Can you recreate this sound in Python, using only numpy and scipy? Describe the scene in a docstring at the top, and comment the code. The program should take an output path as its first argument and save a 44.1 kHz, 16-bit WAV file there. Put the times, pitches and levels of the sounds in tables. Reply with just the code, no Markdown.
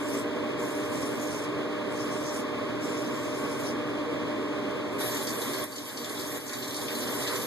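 """A small bathroom, where a man shaves under an exhaust fan with rushing air and a humming motor.
A straight razor rasps through lathered stubble in four strokes, each hair snapping with a tiny ring.
Near 5 s the tap opens, and the water is the loudest sound: it hisses and spatters into the sink,
trapping bubbles that plink and gurgle. Soon after, the whole sound dips twice and creeps back up."""
import sys
import numpy as np
from scipy import signal
from scipy.fft import rfft, irfft
from scipy.io import wavfile

SR = 44100
rng = np.random.default_rng(int(sys.argv[2]) if len(sys.argv) > 2 else 0)


def wav_record(signal):
    """Record a signal, one row per channel, as 16-bit PCM in the file named by sys.argv[1]."""
    frames = np.transpose(np.atleast_2d(signal))
    bounded = np.clip(frames, -1, 1)
    # unit amplitude maps onto the largest positive 16-bit level
    quanta = np.round(bounded * 32767).astype(np.int16)
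    wavfile.write(sys.argv[1], SR, quanta)


N = 328986
TIME = np.arange(N) / SR
FREQS = np.fft.rfftfreq(N, 1 / SR)

# air rushing through the fan: (frequency [Hz], base level [dB per Hz])
AIR_COLOUR = [(20, -101), (55, -85), (80, -75), (135, -67), (185, -70), (260, -62.5), (480, -65),
              (720, -72.5), (1400, -74.5), (2200, -74.5), (3000, -81.5), (4500, -85.5), (7500, -94.5),
              (13000, -100.5)]
# pitches that the fan housing and the room boost or weaken: (frequency [Hz], width [Hz], boost [dB])
RESONANCES = [(184, 12, -3.5), (195.7, 3.5, 8), (236, 8.6, 6.5), (284, 19.5, 9), (300, 23, -1.5),
              (359, 58, 1.5), (387, 21.6, 6), (406, 16.5, 6), (473, 7.8, 8.5), (482.4, 6.5, 4),
              (495, 52, 3.5), (574, 9, 4.5), (610, 27, 7), (651.4, 8, 8.5), (680, 20, -2.5), (777, 14, 3),
              (800, 9.2, 4), (875, 12, 7.5), (939, 10, 9), (1039.5, 15, 7), (1104, 42, 5), (1101, 200, 6),
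              (1188, 10, 6), (1236, 11, 6.5), (1314, 27, -3.5), (1565, 9.5, 7.5), (1683, 28, 6),
              (1826, 7.2, 5), (3320, 700, 5)]
# hum of the motor: (frequency [Hz], left level [dB], right level [dB], left lead [rad])
MOTOR_HUM = [(118.5, -51.5, -57.5, 1.63), (240.1, -56, -50.5, 0.91)]
# fan blade tones: (multiple of BLADE_HZ, left base level [dB], right base level [dB], left lead [rad])
BLADE_TONES = [(1, -40.5, -41.5, 0.51), (2, -45, -40.5, 0.85), (4, -54.5, -58, 0.27), (5, -62, -63, 0)]
# razor strokes: (start [s], length [s], base level [dB], landing bite [dB],
# grit at the start [dB], grit at the end [dB])
RAZOR_STROKES = [(-.03, 0.28, -46, -7, -6, -4), (.57, 0.9, -49, 1, -5.5, 0.5),
                 (1.886, 0.557, -49, -6, 1.5, 1.5), (2.8, 0.95, -50.5, 2.5, 2, -1)]
# the razor snags on thick stubble or skims over thin: (time [s], boost [dB], half length [s])
STUBBLE_SNAGS = [(0.096, 3, .02), (.147, 5, .022), (.19, 5, 0.016), (0.894, -2, .016), (0.956, 4.5, 0.03),
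                 (1.025, 5, .018), (1.068, 5, .014), (1.228, 4, .016), (1.28, 3, 0.015), (1.328, 1.5, .025),
                 (1.446, 11, .011), (2.008, 3.5, .022), (2.09, -1, .025), (2.36, 3, .04), (2.86, 0.5, .04),
                 (3.1, -2, .025), (3.21, 0.5, .03), (3.385, 3, .018), (3.555, -2, .015), (3.605, 5, .014),
                 (3.662, 5, .03)]
# rasp of the razor in stubble: (frequency [Hz], boost [dB])
RASP_COLOUR = [(1500, -35), (3500, 0.5), (4400, -4.5), (5200, 4), (6300, 2), (7200, 0.5), (8400, -0.5),
               (9400, -1.5), (11000, -5), (13000, -4.5)]
# the jet breaking on the basin: (frequency [Hz], boost [dB])
SPLASH_COLOUR = [(100, -28), (400, -11), (800, -3.5), (1120, 2.5), (1350, -3), (1950, 5), (2700, -9),
                 (3500, 1.5), (4400, -3), (6000, -3), (8000, -2.5), (11000, -1.5), (13000, 1)]
# gushes as the jet spurts or the razor cuts it: (time [s], level [dB], pitch [Hz], half length [s])
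WATER_GUSHES = [(5.02, -46, 1900, 0.016), (5.023, -42, 4200, 0.014), (5.302, -41, 6400, 0.018),
                (5.775, -37, 7200, .012), (6.482, -36, 6160, 0.012), (6.534, -36, 1900, 0.024),
                (7.278, -39, 3600, 0.016), (7.307, -42, 1910, 0.035), (7.325, -37.5, 1080, 0.021),
                (7.35, -43, 8000, 0.016), (7.435, -43, 10600, 0.01)]
# the largest drops: (time [s], bubble base level [dB], bubble pitch [Hz],
# splat base level [dB], splat pitch [Hz])
BIG_DROPS = [(5.143, -38, 4300, -29, 9500), (5.169, -33, 3670, -33, 4800), (5.268, -22, 4370, -29, 4800),
             (5.416, -24.5, 3620, -38, 4500), (5.532, -28, 4070, -33, 5000), (5.636, -33, 4300, -26, 11000),
             (5.718, -18.5, 4320, -33, 4600), (5.757, -20, 4540, -27, 5200), (5.779, -23, 4040, -25, 4400),
             (5.853, -30, 4740, -32, 5000), (5.893, -30, 3630, -35, 4000), (5.971, -16.5, 4170, -26, 4800),
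             (6.043, -23, 3550, -26, 4500), (6.093, -25, 4320, -28, 8500), (6.143, -30, 4030, -35, 4500),
             (6.171, -21.5, 3700, -34, 4000), (6.194, -21, 4550, -31, 4900), (6.492, -25, 4520, -26, 4600),
             (6.529, -18, 4140, -24.5, 7050), (6.621, -21, 4270, -31, 3680), (6.675, -25, 3990, -29, 7000),
             (6.704, -28, 4060, -31, 4200), (6.742, -23, 4260, -27, 5170), (6.763, -20, 4570, -28, 7500),
             (6.813, -26, 3340, -31, 5000), (6.88, -24, 2550, -26.5, 2780), (6.948, -22.5, 4310, -31, 7500),
             (7.028, -37, 3700, -43, 4200), (7.073, -35, 4180, -33, 4380), (7.118, -41, 3750, -45, 4200),
             (7.185, -44, 3670, -36, 7200), (7.272, -20.5, 4230, -27.5, 3760),
             (7.357, -31, 4500, -28, 5600)]
# sudden dips of the whole sound: (time [s], depth [dB])
LEVEL_DIPS = [(5.635, 9), (6.364, 7)]
# standing waves, the bass notes that build up between the walls:
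# (frequency [Hz], likeness of left and right [-1 to 1], left lead [rad], left minus right [dB])
STANDING_WAVES = [(45, .4, 2.3, 0), (90, .8, 1.7, 4), (150, .78, 1, 0), (290, .9, .4, 0),
                  (375, .52, 1.05, -3.2), (460, .84, -.2, -1), (525, .58, -1.4, -.5), (575, .72, .8, -1.5),
                  (660, .65, -.1, -2.5), (870, .6, .1, -2.5), (1030, .87, -.2, -.5), (1180, .92, -.1, 0)]
# in the treble, left and right swing between in step and opposed: (frequency [Hz], depth of the swing)
TREBLE_SWING = [(1300, 1.13), (2100, 0.69), (2550, 1.047), (2950, 1.158), (3300, 1.2), (4100, 0.77),
                (5200, 0.67), (9000, 0.67), (13000, 0.62)]

BLADE_HZ = 301.0  # fan blades passing each second
BEND_S, BEND_LENGTH_S = 4.7, 0.53  # the man bends to the sink, and his head shades the fan
TAP_S, TAP_OPENING_S = 4.978, 0.026  # when the tap opens, and how long that takes


def gain_of(db):
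    """Turns decibels into a number to multiply by."""
    return 10 ** (np.asarray(db) / 20)


def evened(x):
    """Scales a signal to an average strength (rms) of 1."""
    return x / np.sqrt(np.mean(x ** 2) + 1e-20)


def curve(points):
    """Joins (frequency, value) points with straight lines on a pitch scale."""
    hz, value = np.transpose(points)
    return np.interp(np.log(FREQS + 1), np.log(hz + 1), value)


def colour(x, db):
    """Turns each frequency up or down by its own amount."""
    return irfft(rfft(x) * gain_of(db), N)


def band(x, hz, octaves):
    """Keeps the frequencies around hz, at a strength of 1."""
    freqs = np.fft.rfftfreq(x.shape[1], 1 / SR)
    bell = np.exp(-.5 * (np.log2((freqs + 1) / hz) / octaves) ** 2)
    return evened(irfft(rfft(x) * bell, x.shape[1]))


def ramp(start_s, length_s):
    """Goes from 0 to 1 in a straight line, then stays."""
    return np.clip((TIME - start_s) / length_s, 0, 1)


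def fading(start_s, decay_s):
    """Is 1 up to the start, then dies away."""
    return np.exp(-np.maximum(TIME - start_s, 0) / decay_s)


def noise():
    """A plain hiss, different on the left and right."""
    return rng.standard_normal((2, N))


def wander(rate_hz):
    """A smooth random wobble that changes up to about rate_hz times a second."""
    return evened(irfft(rfft(rng.standard_normal(N)) * np.exp(-(FREQS / rate_hz) ** 2), N))


def clicks(per_s, spread_db):
    """Clicks at random times, each with a random strength on the left and right."""
    count = int(per_s * N / SR)
    place, chance, left, right = rng.random((N // 10, 4))[:count].T
    size = gain_of(spread_db * np.minimum(-np.log(1 - chance), 4))
    out = np.zeros((2, N))
    out[:, (place * N).astype(int)] = size * (2 * np.array([left, right]) - 1)
    return out


def scatter(sound, per_s, spread_db):
    """Repeats a short sound at random times and strengths."""
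    return signal.oaconvolve(clicks(per_s, spread_db), sound[None], axes=1)[:, :N]


def patchy(x, db, width_hz, length_s):
    """Makes random patches of pitch and time louder or softer."""
    spectra = signal.stft(x, nperseg=256, noverlap=192)[2]
    bins, frames = spectra.shape[1:]
    across = np.fft.fftfreq(bins, SR / 256)[:, None] * width_hz
    along = np.fft.fftfreq(frames, 64 / SR) * length_s
    blur = np.exp(-2 * (across ** 2 + along ** 2))
    patches = np.fft.ifft2(np.fft.fft2(rng.standard_normal((frames, bins)).T) * blur).real
    spectra = spectra * gain_of(db * evened(patches))
    return evened(signal.istft(spectra, nperseg=256, noverlap=192)[1][:, :N])


def add(mix, start_s, sound):
    """Mixes a sound in at the given time."""
    part = mix[:, round(start_s * SR):][:, :sound.shape[1]]
    part += sound[:, :part.shape[1]]


def room(x, fade_s, echo_db):
    """Hard walls close by add a dense echo that falls 60 dB in fade_s."""
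    t = TIME[:SR // 2]
    echoes = rng.standard_normal((2, len(t))) * gain_of(-60 * t / fade_s) * (t > .003)
    tail = signal.fftconvolve(x, echoes / np.linalg.norm(echoes[0]), axes=1)[:, :N]
    return (x + gain_of(echo_db) * tail) / np.hypot(1, gain_of(echo_db))


def spread(x, bass_below_hz=1250, swing_every_hz=2750):
    """Sets how alike left and right are: by standing waves in the bass, a regular swing in the treble."""
    waves, bass = np.array(STANDING_WAVES), FREQS < bass_below_hz
    standing, lead, lean_db = (bass * curve(np.c_[waves[:, 0], column]) for column in waves.T[1:])
    swing = -curve(TREBLE_SWING) * np.cos(2 * np.pi * FREQS / swing_every_hz)
    likeness = np.clip(np.where(bass, standing, swing), -1, 1)
    shared, opposed = rfft(x) * np.sqrt([(1 + likeness) / 2, (1 - likeness) / 2])
    lean = gain_of(lean_db / 2) * np.exp(.5j * lead)
    return irfft(np.array([(shared + opposed) * lean, (shared - opposed) / lean]), N)


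def tone(turns, left_db, right_db, lead):
    """A pure tone whose wave can run a little ahead on the left."""
    phase = 2 * np.pi * turns
    left = gain_of(left_db) * np.sin(phase + lead)
    right = gain_of(right_db) * np.sin(phase)
    return np.sqrt(2) * np.array([left, right])


def fan_air(flutter_db=.5, bent_db=-1.2):
    """Swirling air rushes through the fan and rings in its housing and the room."""
    ringing_db = sum(db / (1 + (2 * (FREQS - hz) / width) ** 2) for hz, width, db in RESONANCES)
    air = colour(noise() * np.sqrt(SR / 2), curve(AIR_COLOUR) + ringing_db)
    return air * gain_of(flutter_db * wander(16) + bent_db * ramp(BEND_S, BEND_LENGTH_S))


def fan_tones(drift_hz=.15, waver_db=1.5, upright_db=1.0, bent_db=-4):
    """The motor hums with the mains; the blades drift a little in speed and waver in the draught."""
    turns = np.cumsum(BLADE_HZ + drift_hz * wander(0.73)) / SR
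    blades = sum(tone(k * turns, *ears) * gain_of(waver_db * wander(40)) for k, *ears in BLADE_TONES)
    motor = sum(tone(hz * TIME, *ears) for hz, *ears in MOTOR_HUM)
    shade_db = upright_db + (bent_db - upright_db) * ramp(BEND_S, BEND_LENGTH_S)
    return blades * gain_of(shade_db) + motor


def pressure(land_s=0.034, bite_s=0.1, growth_db=1, flick_db=0.5, flick_s=0.16, lift_s=0.05):
    """The razor lands with a bite, presses harder as it goes, snags and lifts with a flick."""
    out = np.zeros(N)
    for start, length, db, bite_db, *_ in RAZOR_STROKES:
        end = start + length
        contact = ramp(start, land_s) * (1 - ramp(end - lift_s, lift_s))
        growth = growth_db * (ramp(start, length) - .5)
        flick = flick_db * np.exp(-((TIME - end) / flick_s) ** 2)
        out += contact * gain_of(db + bite_db * fading(start, bite_s) + growth + flick)
    snag_db = sum(db * np.exp(-((TIME - s) / half_s) ** 2) for s, db, half_s in STUBBLE_SNAGS)
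    return out * gain_of(snag_db)


def grit():
    """The rasp is thin where the razor glides on lather and gritty where it meets dense stubble."""
    times = [s for start, length, *_ in RAZOR_STROKES for s in (start, start + length)]
    grit_db = [db for stroke in RAZOR_STROKES for db in stroke[-2:]]
    return gain_of(np.interp(TIME, times, grit_db))


def razor(boost_db=3.0, ring_cycles=7, grit_below_hz=7350):
    """Hairs snap at the razor's edge, each with a tiny ring, over a hiss of foam."""
    t = TIME[:SR // 100]
    pitches = np.linspace(4000, 13000, 24)
    snaps = [np.sin(2 * np.pi * hz * t) * np.exp(-t * hz / ring_cycles) for hz in pitches]
    hairs = sum(evened(scatter(snap, per_s=140, spread_db=0.5)) for snap in snaps)
    rasp = colour(evened(hairs) + noise(), curve(RASP_COLOUR))
    rasp = patchy(rasp, db=2.1, width_hz=1000, length_s=0.043)  # the razor's angle shifts
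    low = irfft(rfft(rasp) / (1 + (FREQS / grit_below_hz) ** 10), N)
    catch_db = -0.5 * wander(90) + 0.5 * wander(31)  # the edge catches and slips
    scrape = (rasp - low + low * grit()) * pressure() * gain_of(boost_db + catch_db)
    return room(scrape, fade_s=0.17, echo_db=-5.5)


def valve(level_db=-55, early_s=0.073):
    """The valve hisses thinly as the handle turns, just before the jet comes out."""
    opening = ramp(TAP_S - early_s, TAP_OPENING_S) * (1 - ramp(TAP_S, TAP_OPENING_S))
    return gain_of(level_db) * opening * band(noise(), hz=8500, octaves=0.66)


def flow(steady_db=-35, spurt_db=5, rinse_db=1.5):
    """The water spurts, settles, then splashes louder once the razor is held in it."""
    spurt = spurt_db * fading(TAP_S, decay_s=0.08)
    rinse = rinse_db * ramp(start_s=5.6, length_s=0.33)
    return ramp(TAP_S, TAP_OPENING_S) * gain_of(steady_db + spurt + rinse)


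def bubble(hz, cycles, rise=0.015):
    """A trapped bubble rings for some cycles and rises a little in pitch as it surfaces."""
    age = TIME[:SR // 20] * hz / cycles
    pitch = hz * (1 + rise * np.minimum(age, 2))
    return np.sin(2 * np.pi * np.cumsum(pitch) / SR) * np.exp(-age) * (1 - np.exp(-10 * age))


def gurgle(relative_db=-13):
    """Larger bubbles burble in the water that pools around the drain."""
    rings = [bubble(hz, cycles=14, rise=0.051) for hz in np.geomspace(650, 2300, 12)]
    pool = sum(scatter(ring, per_s=14, spread_db=1.0) for ring in rings)
    return gain_of(relative_db) * flow() * evened(room(pool, fade_s=0.21, echo_db=-4))


def gushes(mist=0.32):
    """Short showers of droplets fly off the razor, each around its own pitch."""
    shower = evened(clicks(per_s=1500, spread_db=0)) + mist * noise()
    return sum(gain_of(db) * np.exp(-.5 * ((TIME - s) / half_s) ** 2) * band(shower, hz, octaves=0.32)
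               for s, db, hz, half_s in WATER_GUSHES)


def small_drops(per_s=7, base_db=-35, spread_db=1, centre_hz=4310, octaves=0.43, splat_db=-9):
    """Small drops fall at random while the tap runs; gives rows like those of BIG_DROPS."""
    running_s = TIME[-1] - TAP_S
    when, size, pitch = rng.random((100, 3))[:int(per_s * running_s)].T
    db = base_db + spread_db * (2 * size - 1)
    hz = centre_hz * 2 ** (octaves * (2 * pitch - 1))
    return list(zip(TAP_S + running_s * when, db, hz, db + splat_db, hz))


def drops(plink_trim_db=-5.5, splat_trim_db=-1, bubbles=4, scatter_s=0.011, scatter_octaves=0.14):
    """Each drop hits the wet basin with a soft splat and traps a few bubbles that quickly plink."""
    t = TIME[:SR // 20]
    rise_s, decay_s = 0.0046, 0.0047
    splat_shape = np.minimum(t / rise_s, np.exp((rise_s - t) / decay_s))
    out = np.zeros((2, N))
    for s, bubble_db, bubble_hz, splat_db, splat_hz in BIG_DROPS + small_drops():
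        for late, detune in rng.random((bubbles, 2)):
            hz = bubble_hz * 2 ** (scatter_octaves * (2 * detune - 1))
            plink = gain_of(bubble_db + plink_trim_db) * bubble(hz, cycles=10)
            add(out, s + scatter_s * late, np.array([plink, 0.41 * plink]))
        splat = band(rng.standard_normal((2, len(t))), splat_hz, octaves=0.61)
        add(out, s, gain_of(splat_db + splat_trim_db) * splat * splat_shape)
    return room(out, fade_s=0.34, echo_db=0.5)


def jet(hiss=2.8, bubbles_db=-11, sputter_db=0.4):
    """The airy jet of water hisses, throws fine spray and beats small bubbles into the basin."""
    droplets = evened(clicks(per_s=2200, spread_db=-1.5))
    spray = colour(droplets + hiss * noise(), curve(SPLASH_COLOUR))
    spray = patchy(spray, db=2.1, width_hz=1700, length_s=0.034)  # the jet wobbles
    rings = [bubble(hz, cycles=8) for hz in np.geomspace(3000, 9000, 14)]
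    bubbles = sum(scatter(ring, per_s=30, spread_db=0.5) for ring in rings)
    water = spray + gain_of(bubbles_db) * evened(room(bubbles, fade_s=0.1, echo_db=4.0))
    return water * flow() * gain_of(sputter_db * wander(47))


def dips(fall_s=0.033, recover_db_per_s=9):
    """The level falls quickly and climbs back at an even pace."""
    depths_db = [ramp(s, fall_s) * np.maximum(db - recover_db_per_s * np.maximum(TIME - s, 0), 0)
                 for s, db in LEVEL_DIPS]
    return gain_of(-np.max(depths_db, axis=0))


def scene():
    """Fan, razor and tap sound together in the bathroom, and all share the dips in level."""
    water = valve() + jet() + gurgle() + gushes() + drops()
    return dips() * (spread(fan_air() + razor() + water) + fan_tones())


def record(dry, cutoff_hz=13120):
    """Takes away the very highest treble."""
    low_pass = signal.firwin(601, cutoff_hz, window=("kaiser", 9), fs=SR)
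    return signal.oaconvolve(dry, low_pass[None], "same")


dry = scene()
out = record(dry)
wav_record(out)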